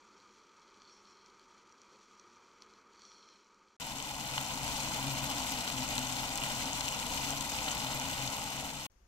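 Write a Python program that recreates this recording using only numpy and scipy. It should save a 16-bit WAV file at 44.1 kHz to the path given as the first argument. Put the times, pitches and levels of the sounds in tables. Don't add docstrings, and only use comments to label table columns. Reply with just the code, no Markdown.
import sys
import numpy as np
from scipy import signal
from scipy.fft import rfft, irfft, next_fast_len
from scipy.io import wavfile
from scipy.ndimage import uniform_filter1d

SR = 44100
rng = np.random.default_rng(int(sys.argv[2]) if len(sys.argv) > 2 else 0)


def volts_from_db(level):
    exponent = np.asarray(level, float) / 20
    return 10 ** exponent


def to_wav(sig):
    pcm = np.clip(np.atleast_2d(sig), -1, 1) * 32767
    pcm = np.round(pcm).astype(np.int16)
    wavfile.write(sys.argv[1], SR, pcm.T)


N = 399987
SIZE = next_fast_len(N + 8192)
HZ = np.maximum(np.arange(SIZE // 2 + 1) * SR / SIZE, 1.0)


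def rms_one(x):
    return x / np.sqrt(np.mean(x ** 2) + 1e-20)


def in_time(rows):
    s, *columns = np.transpose(rows)
    return [np.interp(np.arange(N) / SR, s, column) for column in columns]


def at_hz(points):
    hz, value = np.array(points).T
    return np.interp(np.log(HZ), np.log(hz), value)


def bells(bumps):
    return sum(height / (1 + (2 * (HZ - hz) / max(width, 5)) ** 2) for hz, width, height in bumps)


def above(hz):
    return 1 / np.sqrt(1 + (hz / HZ) ** 6)


def drift(rate):
    r = np.exp(-40 * np.pi * rate / SR)
    steps = rng.standard_normal(N // 20 + 4002)
    slow = signal.lfilter([1], [1, -2 * r, r * r], steps)[4000:]
    return np.interp(np.arange(N) / 20, np.arange(len(slow)), rms_one(slow - slow.mean()))


def fade(full_s, silent_s):
    share = (np.arange(N) / SR - silent_s) / (full_s - silent_s)
    return 20 * np.log10(np.clip(share, 0.01, 1))


def path(tilt, bumps):
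    cepstrum = irfft(np.log(volts_from_db(at_hz(tilt) + bells(bumps))), SIZE)
    cepstrum[1:SIZE // 2] *= 2
    cepstrum[SIZE // 2 + 1:] = 0
    return np.exp(rfft(cepstrum))


def through(x, way):
    return irfft(rfft(x, SIZE) * way, SIZE)[..., :N]


def heard(spectrum):
    x = irfft(spectrum, SIZE)[..., :N]
    return x / np.std(np.atleast_2d(x).mean(axis=0))


def both_ports(first, other):
    # (frequency [Hz], share [0-1])
    shared_curve = [(25, 0.9), (60, 0.98), (300, 1.02), (1100, 1.01), (1500, 0.62), (3000, 0.79),
                    (5000, 0.6), (7000, 0.27), (10000, 0.14), (15700, 0.17)]
    # (frequency [Hz], width [Hz], change of share [0-1])
    shared_bumps = [(395, 51, -0.51), (414, 21, -0.35), (1307, 170, -0.45), (1433, 115, 0.34),
                    (1860, 93, -0.43), (2060, 165, 0.18), (2460, 197, -0.47), (3260, 150, -0.67),
                    (3740, 150, -0.52), (4660, 150, -0.3), (4900, 240, -0.43), (5540, 150, -0.46),
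                    (6300, 390, -0.26), (9740, 390, 0.35), (11860, 600, 0.19), (13580, 150, 0.37)]
    alike = np.clip(at_hz(shared_curve) + bells(shared_bumps), 0, 1)
    return np.array([first, alike * first + np.sqrt(1 - alike ** 2) * other])


def flame(flutter_db):
    return rfft(rng.standard_normal((2, N)) * volts_from_db(flutter_db * drift(5.9)), SIZE)


def fizz(per_s, size_db, clump_db, sharp, hiss_db, scatter_ms, count, biggest):
    born = rng.random(N) < per_s * volts_from_db(clump_db * (drift(40) + 0.7 * drift(9))) / SR
    sizes = born * volts_from_db(size_db * np.minimum(rng.exponential(1, N), biggest)) * rng.choice([-1, 1], N)
    dealt = rng.integers(0, count, N)
    shift = (rng.standard_normal(N) * scatter_ms * SR / 1000).astype(int)
    moved = np.clip(np.arange(N) + shift, 0, N - 1)
    grains, power = 0, 0
    for k, hz in enumerate(np.geomspace(1100, 17000, count)):
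        burst = 1 / (1 + 1j * sharp * (HZ / hz - hz / HZ))
        mine = rms_one(sizes * (dealt == k))
        versions = [mine]
        if scatter_ms > 0:
            versions.append(np.bincount(moved, mine, N))
        grains = grains + rfft(versions, SIZE) * burst
        power = power + np.abs(burst) ** 2
    breath = volts_from_db(1.56 * drift(34) + 0.15 * drift(0.15))
    hiss = rfft(rng.standard_normal((len(grains), N)) * breath, SIZE)
    return grains / np.sqrt(power) + volts_from_db(hiss_db) * hiss


def with_parts(rows, parts):
    extra = [(s, db + part_db, hz * ratio, -60) for ratio, part_db in parts for s, db, hz, _ in rows]
    return list(rows) + extra


def pops(rows, t60, tail_db, bright_db, snap_db, way):
    out, t = np.zeros(N + 1024), np.arange(1024) / SR
    for s, db, hz, crack_db in rows:
        noise = rng.standard_normal(1024)
        tail = volts_from_db(tail_db - 60 * t / (5 * t60)) * uniform_filter1d(noise, size=30) * 5
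        attack = 1 - np.exp(-t / 0.00015)
        ring = np.sin(2 * np.pi * hz * t) * (volts_from_db(-60 * t / t60) + tail) * attack
        crack = volts_from_db(crack_db + bright_db) * np.diff(noise, prepend=0) * volts_from_db(-60 * t / (0.9 * t60))
        crack[:4] += volts_from_db(snap_db) * np.hanning(6)[1:5]
        out[round((s + 0.0008) * SR):][:len(t)] += volts_from_db(db) * (ring + crack)
    middle = np.sqrt(np.mean(np.abs(np.atleast_2d(way)[0, (HZ > 2800) & (HZ < 6000)]) ** 2))
    return through(out[:N], way / middle)


def spits(rows, cycles, gain_db, way):
    out, t = np.zeros(N + 512), np.arange(256) / SR
    late_s = 0.0009
    near = np.sqrt(uniform_filter1d(np.abs(np.atleast_2d(way).mean(axis=0)) ** 2, size=SIZE // 30))
    for (s, db, hz), turn in zip(rows, rng.random(len(rows))):
        shape = volts_from_db(-60 * t * hz / cycles) * (1 - np.exp(-2 * t * hz))
        ring = np.sin(2 * np.pi * (hz * t + turn)) * shape
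        out[round((s + late_s) * SR):][:len(t)] += volts_from_db(db + gain_db) * ring / near[round(hz * SIZE / SR)]
    return through(out[:N], way)


def open_air():
    # (frequency [Hz], level [dB per Hz])
    wind_tilt = [(25, -10.4), (60, 0.0), (130, -21.2), (300, -27.1), (1000, -28.1), (2500, -34.2),
                 (4000, -40.2), (6500, -33.3), (8000, -46.4), (13000, -45.9), (15800, -53.3)]
    # (frequency [Hz], second port's cut or left minus right [dB])
    balance = [(60, -1), (110, 11), (200, 4), (380, 3), (700, 5), (1290, 12), (2380, 8), (4400, 4),
               (8120, 5.5), (15000, 11)]
    # (time [s], peak level [dB], pitch [Hz], crack level [dB])
    lone_tick = [(8.918, -65, 6500, -4.)]
    shared = rfft(rng.standard_normal(N), SIZE)
    own = rfft(rng.standard_normal((2, N)), SIZE)
    top, lean = above(450), volts_from_db(at_hz(balance))
    air = (shared * np.sqrt(1 - top ** 2) + own * top) * volts_from_db(at_hz(wind_tilt)) / [lean ** 0, lean]
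    tick = pops(lone_tick, t60=0.0028, tail_db=-20, bright_db=0, snap_db=-6, way=above(3500))
    return volts_from_db(-61.5) * rms_one(irfft(air, SIZE)[:, :N]) + tick


def nudge():
    time_s, length_s, level_db = 1.945, 0.038, -67
    band = signal.butter(2, (150, 600), "band", fs=SR, output="sos")
    scuff = rms_one(signal.sosfilt(band, rng.standard_normal(N)))
    return volts_from_db(level_db) * scuff * np.exp(-((np.arange(N) / SR - time_s) / length_s) ** 2)


def squirts_and_scrapes():
    # (start [s], hold [s], level [dB], starting pitch of the middle band [Hz], upper bands
    # [dB])
    jets_and_scrapes = [(.76, .05, -81, 4480, -2), (0.803, 0.05, -72, 4480, -9), (0.867, 0.027, -81, 4330, 12.5),
                        (1.025, 0.054, -75.5, 4340, 2), (1.14, .04, -77, 4330, -6.),
                        (2.934, 0.36, -72.5, 4470, -3), (2.994, 0.1, -73, 4450, 4)]
    # (pitch ratio [1], half width [Hz], level [dB])
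    bands = [(.765, 120., -4.5), (1.001, 140., 2.5), (1.31, 200., 1.5), (1.45, 900., -7), (2.17, 350., -23)]
    attack_s, fall_db_per_s, sag_hz_per_s = 0.047, 124, 730
    out, age, rough_db = np.zeros(N), np.arange(SR) / SR, 1.4 * drift(80)
    for s, hold_s, level_db, hz, upper_db in jets_and_scrapes:
        fall = volts_from_db(-fall_db_per_s * np.maximum(age - attack_s - hold_s, 0))
        shape = np.clip(age / attack_s, 0, 1) ** 2 * fall
        for k, (ratio, half_hz, db) in enumerate(bands):
            lowpass = signal.butter(2, half_hz, fs=SR, output="sos")
            slow = signal.sosfilt(lowpass, rng.standard_normal((2, SR)))
            phase = 2 * np.pi * ratio * np.cumsum(hz - sag_hz_per_s * age) / SR
            band = rms_one(slow[0] * np.cos(phase) + slow[1] * np.sin(phase))
            band_db = level_db + db + upper_db * (k > 1) + rough_db[k * SR:][:SR]
            out[round(s * SR):][:SR] += shape * volts_from_db(band_db) * band
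    return out


def far_ticks(way, top):
    # (time [s], peak level [dB], pitch [Hz], crack level [dB])
    fork_ticks = [(0.2004, -53, 4270, -19), (0.742, -51, 3100, -25), (0.8185, -47, 4610, -28),
                  (0.8949, -49, 4320, -25), (1.26, -47, 4350, -24), (1.3004, -53, 4170, -21),
                  (1.3947, -49, 4440, -22), (1.723, -50, 5700, -24), (1.8163, -52, 5730, -12),
                  (2.1959, -49, 5960, -22), (2.6205, -38.5, 4360, -24), (2.632, -52, 4400, -19),
                  (2.7362, -55, 4170, -24), (2.9934, -43, 4470, -26), (3.0185, -46, 4390, -33),
                  (3.0355, -52, 4540, -28), (3.051, -44, 4300, -35), (3.116, -44, 4330, -32),
                  (3.287, -44, 4230, -31), (3.5444, -55, 5610, -19)]
    # (pitch ratio [1], level [dB])
    tick_rings = [(.42, -16), (.75, -13), (1.3, -1.5), (1.5, -7)]
    # (time [s], peak level [dB], pitch [Hz])
    droplets = [(0.0862, -56, 6940), (0.1615, -59, 5750), (0.1785, -53, 5770), (0.2224, -55, 5820),
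                (0.2448, -58, 5490), (0.2758, -58, 4330), (0.4928, -56, 4220), (0.5806, -56, 5840),
                (0.5955, -53, 5620), (0.7721, -56, 4260), (0.8016, -53, 4140), (0.851, -51, 4310),
                (0.8804, -50, 4340), (0.9936, -54, 5610), (1.0535, -49, 4370), (1.0715, -52, 4470),
                (1.1902, -56, 4340), (1.2121, -54, 4330), (1.6935, -53, 5750), (2.1765, -55, 5700),
                (2.2134, -55, 5910), (2.2388, -56, 5500), (2.358, -51, 5920), (2.814, -58, 4350),
                (2.9597, -55, 4470), (3.0754, -53, 4560), (3.1344, -50, 4360), (3.2274, -48, 4080),
                (3.3004, -51, 5750), (3.3283, -54, 4160), (3.4441, -56, 5800), (3.4685, -56, 5650),
                (3.683, -57, 4230)]
    ticks = pops(with_parts(fork_ticks, tick_rings), t60=0.0022, tail_db=-4, bright_db=26, snap_db=-26,
                 way=way * above(1500))
    return volts_from_db(0.5) * ticks + spits(droplets, cycles=9.0, gain_db=8.0, way=way * top)


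def far_pan():
    # (frequency [Hz], level [dB per Hz])
    far_tilt = [(25, -3), (60, -13), (130, -15), (250, -4), (500, 0), (1000, 0.5), (2000, -7.5),
                (4000, -13.5), (7000, -15.5), (8500, -28), (10000, -35), (15800, -50)]
    # (frequency [Hz], width [Hz], level [dB])
    far_bumps = [(33, 13, -3.3), (99, 40, 4.1), (203, 26, 11.5), (377, 94, 6.2), (686, 274, -13.0),
                 (825, 50, -4.5), (895, 60, 3.5), (947, 95, 4.0), (1038, 104, -4.2), (1248, 200, 9.4),
                 (1800, 450, -5.5), (2350, 235, 3.8), (2800, 168, -9.6), (3300, 198, 3.9),
                 (3700, 350, -4.4), (4350, 350, 6.1), (5250, 210, -5.6), (5750, 350, 7.5)]
    out_db = fade(full_s=3.1, silent_s=4.33)
    lift_db = -6 * np.exp(-((np.arange(N) / SR - 2.865) / 0.04) ** 2)
    way, top = path(far_tilt, far_bumps) * above(25), above(2400)
    roar = heard(flame(flutter_db=0.6)[0] * way * np.sqrt(1 - top ** 2))
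    grains = fizz(per_s=3800, size_db=3.5, clump_db=3.5, sharp=2.3, hiss_db=-1.5, scatter_ms=0,
                  count=10, biggest=4.0)
    sizzle = heard(grains[0] * way * top)
    self_noise = volts_from_db(-94 + out_db) * rng.standard_normal(N)
    pan = volts_from_db(-63 + out_db) * roar + volts_from_db(-68.5 + out_db + lift_db) * sizzle
    return pan + squirts_and_scrapes() + far_ticks(way, top) + nudge() + self_noise


def near_ways():
    # (frequency [Hz], level [dB per Hz])
    left_tilt = [(25, -5.5), (50, -0.6), (100, -5.7), (200, -4.3), (500, -8.8), (1000, 0.0), (2000, -6.6),
                 (4000, -15.1), (7000, -8.9), (9000, -12.4), (10000, -16.0), (12000, -20.9), (15000, -24.0),
                 (15700, -26.3)]
    # (frequency [Hz], width [Hz], level [dB])
    left_bumps = [(36, 7, -2.0), (69, 14, 3.1), (91, 12, -3.9), (131, 26, 9.9), (144, 11, 3.8),
                  (261, 13, -5.2), (261, 52, 12.6), (360, 72, -12.2), (864, 173, 2.4), (1138, 228, -5.8),
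                  (1500, 120, 4.8), (1620, 567, -13.9), (1900, 152, 2.4), (2220, 178, -3.8),
                  (2540, 127, 1.8), (2660, 133, -3.5), (2980, 149, 2.1), (3300, 240, -4.1),
                  (3420, 1050, 9.1), (4180, 240, 4.6), (4580, 150, 1.7), (4860, 150, 2.9), (5460, 390, 1.9),
                  (6620, 150, 2.8), (7540, 150, 4.7), (7660, 240, -1.7), (7980, 240, 2.1),
                  (10180, 1050, -6.0), (14180, 1050, 3.0)]
    # (frequency [Hz], level [dB per Hz])
    right_tilt = [(25, -8.0), (50, -3.1), (100, -6.9), (200, -0.8), (500, -6.5), (1000, -1.8), (2000, 0.0),
                  (4000, -5.3), (6900, -7.6), (7400, -23.0), (9000, -17.4), (12000, -16.7), (15000, -20.7),
                  (15700, -25.1)]
    # (frequency [Hz], width [Hz], level [dB])
    right_bumps = [(69, 14, 3.4), (91, 12, -3.7), (131, 26, 5.8), (137, 18, 4.9), (189, 66, -4.9),
                   (261, 13, -4.5), (261, 52, 10.8), (329, 26, -2.2), (414, 83, -15.5), (864, 302, 6.7),
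                   (1192, 155, -10.8), (1780, 356, -10.2), (1860, 93, -5.5), (2260, 113, -2.5),
                   (2460, 861, 3.8), (2660, 133, -3.4), (2940, 147, 3.0), (3180, 150, -2.3),
                   (3260, 150, -4.7), (3780, 240, -8.0), (4780, 240, -3.6), (5460, 150, -2.7),
                   (6460, 1050, -4.8), (8540, 240, -4.7), (9340, 150, -5.5), (10660, 240, 3.2),
                   (11900, 900, -4.2), (12780, 240, 5.2), (13380, 1050, 5.7)]
    # (frequency [Hz], phase [rad])
    right_lead = [(25, 0), (365, .3), (395, -2.2), (430, .7), (1500, 1.1), (1800, -.1), (1950, 1.7),
                  (3150, -.4), (3300, 1.6), (3850, 1.5), (4300, .5), (4600, -1.8), (5300, -.9),
                  (6300, -2.8)]
    right_db, right_lag_ms = -6.0, 0.283
    left = path(left_tilt, left_bumps)
    shade = volts_from_db(right_db + at_hz(right_tilt) + bells(right_bumps)) / np.abs(left)
    turn = at_hz(right_lead) - 2 * np.pi * HZ * right_lag_ms / 1000
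    return left * np.array([shade ** 0, shade * np.exp(1j * turn)])


def hum():
    # (start [s], length [s], pitch [Hz], level [dB], octave level [dB])
    spell_rows = [
        (3.777, 0.54, 137.1, -49.5, -6),
        (4.292, 0.73, 138.8, -46, -17),
        (4.982, 0.31, 136, -41, -4),
        (5.289, 0.34, 130, -46, -0.5),
        (5.683, 0.49, 125.4, -46.5, 5),
        (6.379, 0.57, 136, -46, -12),
        (7.16, 0.32, 136.6, -46, 0),
        (7.73, 0.6, 131.3, -44.5, -4.5),
        (8.362, 0.31, 131.2, -46.5, -9),
        (8.641, .25, 138.5, -48, -13),
    ]
    edge_s, rest_share = 0.053, 0.092
    t = np.arange(N) / SR
    hz, rest_db, octave_db = in_time([(s + length / 2, *rest) for s, length, *rest in spell_rows])
    spells = np.zeros(N)
    for s, length, _, db, _ in spell_rows:
        spells += volts_from_db(db) * np.clip(np.minimum(t - s, s + length - t) / edge_s, 0, 1)
    phase = 2 * np.pi * np.cumsum(hz * (1 + 0.01736 * drift(5.9))) / SR
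    tone = np.sin(phase) * volts_from_db([[3.2], [-4.2]])
    octave = volts_from_db(octave_db + 4.7 * drift(5.3)) * np.sin(2 * phase) * volts_from_db([[1.8], [-2.2]])
    strength = volts_from_db(-7.5 + 2.9 * drift(11.0)) * (spells + rest_share * volts_from_db(rest_db))
    return np.sqrt(2) * strength * (tone + octave)


def near_flame(ways, top, edit_db):
    # (frequency [Hz], width [Hz], level [dB])
    hum_dips = [(136.2, 16, -9.5), (251.4, 17, -6.5)]
    low = above(390)
    burn = both_ports(*flame(flutter_db=0.5)) * ways
    rumble = heard(burn * (1 - low) * volts_from_db(bells(hum_dips)))
    roar = heard(burn * low * np.sqrt(1 - top ** 2))
    return volts_from_db(-48 + edit_db) * rumble + volts_from_db(-44 + edit_db) * roar + hum()


def near_sizzle(ways, top, sizzle_db):
    grains = fizz(per_s=6000, size_db=5.0, clump_db=2.5, sharp=2.9, hiss_db=-1.0, scatter_ms=0.3,
                  count=14, biggest=3.32)
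    return volts_from_db(sizzle_db) * heard(both_ports(*grains) * ways * top)


def near_fat(ways):
    # (time [s], peak level [dB], pitch [Hz], crack level [dB])
    fat_pops = [(4.337, -27, 2900, -19), (4.3784, -19, 3100, -18), (4.4497, -34, 3040, -12),
                (4.505, -25, 3550, -21), (4.6789, -31, 6820, -19), (5.2404, -25, 2980, -8),
                (5.299, -26, 2970, -5), (5.521, -28, 3080, -10), (5.6083, -26, 4100, -14),
                (5.6763, -22, 3590, -14), (5.6995, -22.5, 3090, -19), (5.7812, -23, 6670, -18),
                (5.9796, -17.5, 3040, -9), (6.3752, -36, 3300, 0), (6.436, -24, 2950, -16),
                (6.8072, -22, 4360, -18), (6.8808, -23, 3510, -7), (6.9233, -29, 2910, -6),
                (7.025, -31, 3050, -18), (7.0648, -31, 2980, -6), (7.145, -34, 3570, -11),
                (7.3044, -28, 4340, -3), (7.409, -22, 7200, -14), (7.679, -18, 2980, -15),
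                (7.6832, -20, 3120, -25), (7.7685, -23, 3700, -17), (7.846, -24, 4176, -17),
                (7.9977, -30, 2940, -25), (8.0987, -29, 3040, -6), (8.22, -38, 3205, -20),
                (8.275, -28, 3600, -20)]
    # (pitch ratio [1], level [dB])
    pop_rings = [(.32, -29), (.5, -3.5), (1.3, -2.5)]
    # (time [s], peak level [dB], pitch [Hz])
    low_drops = [(3.8064, -44, 2940), (3.8676, -39, 2990), (3.921, -31, 3700), (4.001, -25.5, 3000),
                 (4.0931, -27, 3580), (4.1994, -34, 3570), (4.2617, -32, 4200), (4.314, -31, 2920),
                 (4.574, -28, 3470), (4.7162, -29, 3490), (4.8574, -28, 2920), (4.9427, -33, 3060),
                 (5.011, -37, 3020), (5.094, -29, 3140), (5.1118, -30, 2950), (5.345, -31, 3140),
                 (5.465, -41, 4100), (5.5394, -45, 3520), (5.5573, -31, 3020), (5.8411, -40, 3100),
                 (5.8636, -38, 3140), (5.9589, -30, 3120), (6.074, -32, 2960), (6.1664, -26, 4150),
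                 (6.1973, -28.5, 2970), (6.2327, -30, 2980), (6.255, -36, 3590), (6.2906, -27, 4250),
                 (6.318, -35, 2980), (6.416, -28, 2960), (6.6129, -32, 3120), (6.7251, -28, 2880),
                 (6.8593, -31, 2920), (7.3647, -32, 2950), (7.4126, -32, 3000), (7.4924, -49, 3020),
                 (7.5862, -25, 2470), (7.7072, -25, 2940), (7.8042, -30, 4180), (7.868, -24, 3590),
                 (7.9329, -23, 3580), (8.13, -29, 2990), (8.6527, -37, 3110)]
    mid_drops = [(3.984, -29, 6880), (4.0249, -28, 7520), (4.1514, -34, 5340), (4.3641, -31, 6580),
                 (4.3791, -30, 6040), (4.4634, -28, 6770), (4.5368, -27, 6670), (4.6315, -28, 7530),
                 (4.6789, -26, 6830), (4.7118, -34, 6000), (4.9425, -31, 6030), (5.1507, -34, 6500),
                 (5.2386, -37, 6780), (5.2635, -32, 6550), (5.4027, -27, 6260), (5.52, -36, 5350),
                 (5.606, -29, 7820), (5.6761, -38, 5030), (5.7001, -35, 5590), (5.7799, -31, 6620),
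                 (5.8885, -25, 6790), (5.9535, -26, 9080), (5.9904, -24, 8120), (6.0692, -27, 6590),
                 (6.1236, -23, 7530), (6.1667, -30, 6860), (6.2079, -34, 7220), (6.3564, -24, 6590),
                 (6.375, -33, 5560), (6.401, -32, 7500), (6.5496, -33, 6580), (6.621, -30, 6630),
                 (6.6559, -27, 5350), (6.731, -23, 6780), (6.7956, -31, 6870), (6.808, -26, 7510),
                 (6.8569, -29, 6730), (6.8868, -22.5, 7480), (6.9103, -31, 7080), (6.9233, -28, 6610),
                 (6.9457, -27, 6640), (7.091, -33, 7530), (7.142, -35, 5960), (7.1562, -27, 6630),
                 (7.287, -32, 5830), (7.3053, -25, 6690), (7.4078, -23, 7140), (7.475, -35, 6560),
                 (7.519, -27, 6830), (7.5354, -31, 5070), (7.698, -29, 6590), (7.7155, -23, 6810),
                 (7.8462, -34, 5680), (7.9975, -22, 6210), (8.1121, -26, 6400), (8.1769, -37, 5000),
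                 (8.2629, -36, 6470), (8.276, -25.5, 6585)]
    high_drops = [(3.8069, -42, 13000), (3.8677, -42, 11700), (3.9186, -39, 12900), (4.0992, -42, 13700),
                  (4.2399, -40, 12300), (4.398, -41, 12300), (4.413, -34, 12200), (4.6425, -39, 13400),
                  (4.9443, -40, 11600), (5.0296, -39, 12900), (5.1348, -34, 12700), (5.2436, -31, 12900),
                  (5.3, -37, 12900), (5.4476, -40, 12800), (5.5205, -30, 12900), (5.7001, -40, 14100),
                  (5.8382, -38, 12800), (5.9081, -39, 12900), (5.9764, -40, 14200), (5.9894, -35, 12660),
                  (6.1655, -47, 14300), (6.2079, -42, 12900), (6.2212, -38, 12600), (6.2924, -36, 12800),
                  (6.3551, -42, 11000), (6.4359, -38, 10400), (6.4943, -48, 11100), (7.0355, -39, 13140),
                  (7.1448, -32, 13300), (7.2241, -45, 11300), (7.287, -42, 11200), (7.3049, -36, 12800),
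                  (7.3458, -45, 12800), (7.3733, -40, 13940), (7.498, -40, 13300), (7.5533, -39, 12800),
                  (7.749, -33, 13200), (7.8457, -39, 13000), (7.929, -39, 12900), (7.947, -34, 13400),
                  (7.9976, -43, 10800), (8.0792, -38, 12900), (8.1754, -47, 13100), (8.2343, -41, 13900),
                  (8.367, -40, 14100), (8.4413, -41, 13300), (8.5296, -40, 13400)]
    rows = [(s, db, hz, crack_db - 0.7 * (db + 26)) for s, db, hz, crack_db in fat_pops]
    fat = volts_from_db(-6.5) * pops(with_parts(rows, pop_rings), t60=0.0055, tail_db=-1.5, bright_db=18.5,
                           snap_db=0.5, way=ways)
    fat = fat + spits(low_drops, cycles=7.7, gain_db=5.5, way=ways)
    fat = fat + spits(mid_drops, cycles=10.3, gain_db=7.5, way=ways)
    return fat + spits(high_drops, cycles=11.0, gain_db=14.0, way=ways)


def near_pan():
    in_db = fade(full_s=4.8, silent_s=2.04)
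    edit_db = in_db + fade(full_s=8.2, silent_s=9.57) + 0.43 * drift(1.9)
    sizzle_db = -41 + edit_db + 0.28 * in_db
    ways, top = near_ways(), above(1300)
    return near_flame(ways, top, edit_db) + near_sizzle(ways, top, sizzle_db) + near_fat(ways)


def scene():
    t = np.arange(N) / SR
    out = np.zeros((2, N))
    for start_s, end_s, sound in [(0, 3.7661, far_pan()), (3.7994, 8.8661, near_pan()),
                                  (8.8994, 9.1, open_air())]:
        out += sound * ((t >= start_s) & (t < end_s))
    return out


def roll_off(x):
    return signal.sosfilt(signal.butter(12, 16380, fs=SR, output="sos"), x)


def record(dry):
    steep = signal.ellip(14, 0.3, 80, 15720, fs=SR, output="sos")
    mix = signal.sosfilt(steep, dry)
    return roll_off(mix)


dry = scene()
out = record(dry)
to_wav(out)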